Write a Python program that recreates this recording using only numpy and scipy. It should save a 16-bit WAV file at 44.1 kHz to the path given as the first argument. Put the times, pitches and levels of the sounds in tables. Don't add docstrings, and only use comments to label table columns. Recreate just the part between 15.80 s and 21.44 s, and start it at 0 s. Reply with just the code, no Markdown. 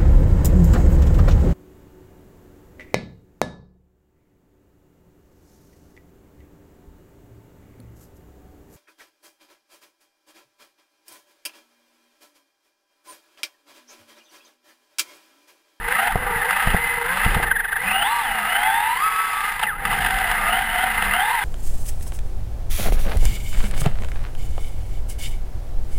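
import sys
import numpy as np
from scipy import signal
from scipy.fft import rfft, irfft
from scipy.io import wavfile
from scipy.ndimage import uniform_filter1d

SR = 44100
rng = np.random.default_rng(int(sys.argv[2]) if len(sys.argv) > 2 else 0)


def dump(signal):
    limited = np.clip(np.atleast_2d(signal).T, -1, 1)
    pcm = np.round(limited * 32767).astype(np.int16)
    wavfile.write(sys.argv[1], SR, pcm)


N = 248724
TIME = np.arange(N) / SR
BINS = np.maximum(np.arange(N // 2 + 1) * SR / N, 1)


def from_db(db):
    return 10 ** (np.asarray(db) / 20)


def unit_power(x):
    return x / np.sqrt(np.mean(x ** 2) + 1e-20)


def in_time(rows):
    seconds, values = np.transpose(rows)
    return np.interp(TIME, np.sort(seconds), values)


def spectrum(points):
    hz, db = np.transpose(points)
    return from_db(np.interp(np.log(BINS), np.log(hz), db))


def colour(x, gain):
    cepstrum = irfft(np.log(gain + 1e-6), N)
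    cepstrum[1:N // 2] *= 2
    cepstrum[N // 2 + 1:] = 0
    return irfft(rfft(x) * np.exp(rfft(cepstrum)), N)


def drift(rate_hz, centre_hz=0):
    size, step = 16384, 16
    hz = np.arange(size // 2 + 1) * SR / step / size
    slow = irfft(rfft(rng.standard_normal(size)) / (1 + ((hz - centre_hz) / rate_hz) ** 2))
    return np.interp(np.arange(N) / step, np.arange(size), unit_power(slow))


def grains(per_s, spread_db=1.5):
    sizes = from_db(spread_db * np.minimum(rng.exponential(1, N), 4)) * rng.choice([-1, 1], N)
    return sizes * (rng.random(N) < per_s / SR)


def case_gain(bass_db=-25, bass_edge_hz=1500):
    # frequency in Hz, width in Hz, level in dB.
    peaks = [(480, 89, -8), (785, 173, -1.5), (913.6, 221, 2), (1283, 360, 2.5), (1573, 238, 2.5),
             (1754, 450, -1), (2035, 220, 0), (2570, 230, -7), (2870, 754, -4.5), (3463, 600, -11),
             (4030, 270, -20), (4860, 1500, -22)]
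    # frequency in Hz, width in Hz, depth in dB.
    dips = [(308, 160, -1.5), (625, 69, -8)]
    power = sum(from_db(db) ** 2 / (1 + (2 * (BINS - hz) / width) ** 2) ** 3 for hz, width, db in peaks)
    bass = from_db(bass_db) ** 2 / (1 + (BINS / bass_edge_hz) ** 8)
    dips_db = sum(db * np.exp(-(2 * (BINS - hz) / width) ** 2) for hz, width, db in dips)
    return np.sqrt(power + bass) * from_db(dips_db)


def tone(speed, multiple, case, rough, blur_hz):
    hz = speed * multiple
    phase = 2 * np.pi * (np.cumsum(hz) / SR + rng.random())
    wave = (1 + rough * drift(blur_hz)) * np.sin(phase) + rough * drift(blur_hz) * np.cos(phase)
    return wave / np.sqrt(.5 + rough ** 2) * np.interp(hz, BINS, case)


def pull_db(speed, lag_s=0.016, strong_turns_per_s2=220, limit_db=2):
    keep = np.exp(-1 / (lag_s * SR))
    acceleration = signal.lfilter([1 - keep], [1, -keep], np.gradient(speed) * SR)
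    return limit_db * np.tanh(acceleration / strong_turns_per_s2)


def motor(speed, level_db, case, shaken, pulses_per_turn=3):
    # multiple of the turn rate, level in dB against the main whine.
    overtones = [(1, -12), (2, -34), (4, -17.5), (5, -28), (6, -7), (8, -18), (9, -8), (10, -19)]
    whine = tone(speed, pulses_per_turn, case, rough=0.18 + 0.23 * shaken, blur_hz=50.5)
    jitter = 0.087 + 0.13 * shaken
    others = sum(from_db(db) * tone(speed, k, case, k * jitter, blur_hz=104) for k, db in overtones)
    return from_db(level_db) * (whine + others)


def gears(speed, level_db, case, shaken, teeth=13, octave_db=-11, rasp_db=-12):
    rough = 0.21 + 0.94 * shaken
    singing = tone(speed, teeth, case, rough, blur_hz=210)
    octave = from_db(octave_db) * tone(speed, 2 * teeth, case, 2 * rough, blur_hz=110)
    rasp = sum(tone(speed, k, case, rough=0.66, blur_hz=197) for k in (teeth - 1, teeth + 1))
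    return from_db(level_db) * (singing + octave + from_db(rasp_db) * speed / np.mean(speed) * rasp)


def mount_hum(speed, level_db=-38.5, mount_hz=198, width_hz=100):
    swell = 1 / (1 + (2 * (speed - mount_hz) / width_hz) ** 2) ** 2
    return from_db(level_db + 2.8 * drift(5.7)) * swell * np.sin(2 * np.pi * np.cumsum(speed) / SR)


def rattle(level_db, case):
    # frequency in Hz, relative level in dB.
    shape = [(60, 3), (200, 7.5), (330, -1.5), (480, -3.5), (630, -2.5), (780, 0), (1300, -5.5), (2000, 5),
             (3000, -7.5), (5500, -7)]
    return from_db(level_db) * unit_power(colour(grains(per_s=6000), case * spectrum(shape)))


def tyre_grit(speed, cruise_db, cruise_turns_per_s=240, doubling_db=3):
    # frequency in Hz, relative level in dB.
    shape = [(500, -45), (2000, 11), (2900, 2), (3900, -3), (5000, -10.5), (5900, -15)]
    level_db = cruise_db + doubling_db * np.log2(speed / cruise_turns_per_s)
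    return from_db(level_db) * unit_power(colour(grains(per_s=6000), spectrum(shape)))


def chassis_rumble(level_db):
    # frequency in Hz, relative level in dB.
    shape = [(12, -15.5), (27, 6), (40, -2), (70, -13.5), (130, -15.5), (200, -17.5), (300, -28),
             (500, -22), (900, -46), (3000, -98)]
    return from_db(level_db) * unit_power(colour(rng.standard_normal(N), spectrum(shape)))


def clods(case, shaken, per_s=55, decay_s=0.0056, level_db=-31):
    hits = signal.lfilter([1], [1, -np.exp(-1 / (decay_s * SR))], np.abs(grains(per_s)))
    crumbling = colour(hits * rng.standard_normal(N), case * np.sqrt(BINS))
    return from_db(level_db) * shaken * unit_power(crumbling)


def tyre_bites(grip_s=.013, release_s=.009, hard_db=12, hard_slowdown=.17, lag_s=.006):
    # time of the peak in seconds, surge of load in dB.
    bites = [(0.281, 8), (.322, 9), (.973, 7), (1.638, 12), (1.677, 7), (1.714, 15), (1.767, 12),
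             (1.805, 12.5), (1.850, 12.5), (1.888, 7), (1.928, 14), (1.967, 11.5), (2.047, 2), (2.085, 4),
             (2.118, 5), (2.224, 2), (3.836, 13), (5.405, 3), (5.50, 4)]
    load_db = sum(db * np.exp(-((TIME - s) / np.where(TIME < s, grip_s, release_s)) ** 2)
                  for s, db in bites)
    speed_factor = 1 - hard_slowdown * np.interp(TIME - lag_s, TIME, load_db) / hard_db
    return load_db, speed_factor


def landings():
    # start in seconds, thud level in dB, knock level in dB.
    blows = [(.357, -15.5, -12), (.561, -26.5, -37), (.873, -14, -18.5), (.941, -18, -24),
             (.946, -14.5, -12.5), (1.463, -13, -18), (1.567, -14.5, -20.5), (1.600, -31, -18)]
    # frequency in Hz, relative level in dB, seconds to fade by 60 dB.
    resonances = [(62, -3.5, 0.042), (117, -1, 0.05), (174, -1, 0.053), (462, -5.5, 0.026), (727, 4, 0.023)]
    start_s, thud_db, knock_db = np.transpose(blows)
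    out = np.zeros(N)
    for (hz, db, fade_s), blow_db in zip(resonances, [thud_db] * 3 + [knock_db] * 2):
        clicks = np.zeros(N)
        clicks[(start_s * SR).astype(int)] = from_db(blow_db + db + rng.normal(0, 1, len(start_s)))
        keep = np.exp(-np.log(1000) / (fade_s * SR))
        angle = 2 * np.pi * hz / SR
        out -= signal.lfilter([0, np.sin(angle)], [1, -2 * keep * np.cos(angle), keep ** 2],
                              clicks + 1e-18)
    return out


def clacks(case, decay_s=0.0061, level_db=-4.5):
    # start in seconds, relative peak level in dB.
    hits = [(.7074, -7.5), (0.8222, -10.5), (1.3709, -15), (1.447, -9), (1.5449, -8), (3.7937, -12.5),
            (4.0521, -8), (4.1122, -12), (4.128, -11.5), (4.2466, -9), (4.2612, -9.5), (4.514, -8.5),
            (5.2226, -11), (5.3372, -11)]
    bursts = sum(from_db(db + level_db) * (TIME >= s) * np.exp(-np.abs(TIME - s) / decay_s)
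                 for s, db in hits)
    return colour(rng.standard_normal(N) * bursts, case) / np.sqrt(np.mean(case ** 2))


def scene():
    # time in seconds, turns per second.
    rear_turns = [(0, 138), (.12, 165), (.2, 220), (.31, 270), (.38, 114), (.55, 151), (.62, 138),
                  (.8, 218), (.93, 214), (.97, 158), (1.25, 157), (1.46, 222), (1.61, 147.6), (2, 151),
                  (2.1, 217), (2.19, 222), (2.24, 250), (2.32, 318), (2.4, 312), (2.48, 229), (2.62, 206),
                  (3.1, 299), (3.24, 376), (3.55, 380), (3.68, 420), (3.83, 300), (3.87, 155), (3.93, 94),
                  (3.99, 115), (4.08, 235), (4.35, 252), (4.65, 195), (4.8, 249), (4.87, 227), (5.03, 242),
                  (5.1, 221), (5.3, 192), (5.54, 328), (5.64, 250)]
    front_turns = [(0, 152), (.1, 162), (.2, 254), (.33, 300), (.375, 168), (.58, 157), (.85, 205),
                   (.97, 164), (1.24, 158), (1.45, 205), (1.6, 160), (1.98, 150), (2.08, 244), (2.23, 273),
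                   (2.3, 384), (2.41, 390), (2.48, 280), (2.64, 225), (2.8, 276), (3.16, 335), (3.24, 432),
                   (3.45, 434), (3.77, 415), (3.84, 285), (4.06, 262), (4.4, 258), (4.66, 224), (4.8, 265),
                   (4.93, 243), (5.05, 254), (5.34, 225), (5.53, 356), (5.64, 320)]
    # time in seconds, relative level in dB.
    torque_levels = [(0, -12), (.2, 5), (.3, -2.5), (.45, 0), (.66, -0.5), (.77, -2), (.95, 1), (1.05, -9),
                     (1.33, 1.5), (1.52, -3), (1.63, -2.5), (1.76, -13.5), (2, -11.5), (2.1, -0.5),
                     (2.38, 1.5), (2.5, -0.5), (2.76, 1.5), (3.1, 0), (3.44, 2), (3.5, -3), (3.6, -1.5),
                     (3.77, -12), (3.835, 0), (3.9, -11), (4.15, -5.5), (4.6, 4), (4.76, 4), (4.88, -4),
                     (5.04, 5), (5.13, -4), (5.41, 2.5), (5.48, -2), (5.64, 1)]
    gear_levels = [(0, -39), (.2, -32), (.45, -48), (.58, -22.5), (.8, -34), (.98, -24), (1.2, -32.5),
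                   (1.5, -35), (1.7, -30), (1.98, -32), (2.08, -24), (2.35, -22), (2.47, -29), (2.64, -33),
                   (2.76, -25), (3.2, -27), (3.8, -34), (3.89, -18), (3.96, -36.5), (4.55, -36),
                   (4.74, -23), (4.88, -33), (5.02, -26), (5.15, -37), (5.4, -25.5), (5.64, -26)]
    rattle_levels = [(0, -31.5), (.12, -18), (.26, -20.5), (.3, -29), (.41, -26), (.5, -23.5), (.82, -19),
                     (1.0, -24.5), (1.07, -20), (1.2, -24), (1.37, -18), (1.62, -23.5), (1.74, -35.5),
                     (1.96, -34), (2.01, -23), (2.2, -22.5), (2.45, -22), (2.74, -20.5), (3.25, -24.5),
                     (3.72, -22.5), (3.77, -27), (3.86, -27), (3.97, -35), (4.1, -21.5), (4.75, -20),
                     (4.87, -23), (4.97, -20), (5.64, -21.5)]
    rumble_levels = [(0.0, -34), (0.05, -35), (0.23, -53), (0.36, -27), (0.52, -31), (0.75, -48),
                     (0.83, -42), (0.88, -19.5), (1.05, -39), (1.43, -39), (1.46, -21.5), (1.65, -26),
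                     (1.85, -47), (2.12, -34.5), (2.4, -50), (2.5, -41), (2.62, -43.5), (3.66, -48),
                     (4.15, -27), (4.52, -32.5), (5.12, -36), (5.26, -29), (5.51, -46), (5.64, -42)]
    rear_speed, front_speed = in_time(rear_turns), in_time(front_turns)
    torque_db, gear_db = in_time(torque_levels), in_time(gear_levels)
    rattle_db, rumble_db = in_time(rattle_levels), in_time(rumble_levels)
    case = case_gain()
    bite_db, bite_slowing = tyre_bites()
    rear_pull_db = pull_db(rear_speed)
    rear_db = -26.5 + torque_db + rear_pull_db + 0.6 * bite_db
    front_db = -28.5 + torque_db + pull_db(front_speed) + 1.66 * drift(13)
    rough_ground = np.interp(rumble_db, [-38, -30], [0, 1])
    going_fast = np.interp(rear_speed, [145, 210], [0, 1])
    shaken = uniform_filter1d(rough_ground * going_fast, SR // 8)
    judder = drift(6.9, centre_hz=25.5)
    load = from_db(1.01 * judder + 0.75 * drift(23, centre_hz=49.6))
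    wobble = -(0.011 + 0.0083 * shaken) * judder + 0.004954 * drift(59) + 0.00601 * drift(5.98)
    rear_speed = rear_speed * bite_slowing * (1 + wobble)
    front_speed = front_speed * (1 + 0.00802 * drift(35.4))
    whine = motor(rear_speed, rear_db, case, shaken) + motor(front_speed, front_db, case, shaken)
    singing = gears(rear_speed, gear_db + rear_pull_db + .9 * bite_db + 1.2 * drift(20), case, shaken)
    chatter = rattle(rattle_db - 3.5 + 0.77 * bite_db, case)
    grit = tyre_grit(rear_speed, rattle_db - 12 + 0.9 * bite_db)
    rumble = chassis_rumble(rumble_db + 0.2)
    bumps = clods(case, shaken) + clacks(case) + landings()
    return (load * (whine + singing + chatter + grit) + mount_hum(rear_speed) + rumble + bumps)[None]


def record(dry, hold_hz=12000, repeats=4, cutoff_hz=15450):
    slow = signal.resample_poly(dry, hold_hz, SR, axis=-1)
    steps = np.repeat(slow, repeats, axis=-1)
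    held = signal.resample_poly(steps, SR, repeats * hold_hz, axis=-1)[:, :N]
    lowpass = signal.firwin(301, cutoff_hz, fs=SR, window="blackman")
    return signal.fftconvolve(held, lowpass[None], "same")


dry = scene()
out = record(dry)
dump(out)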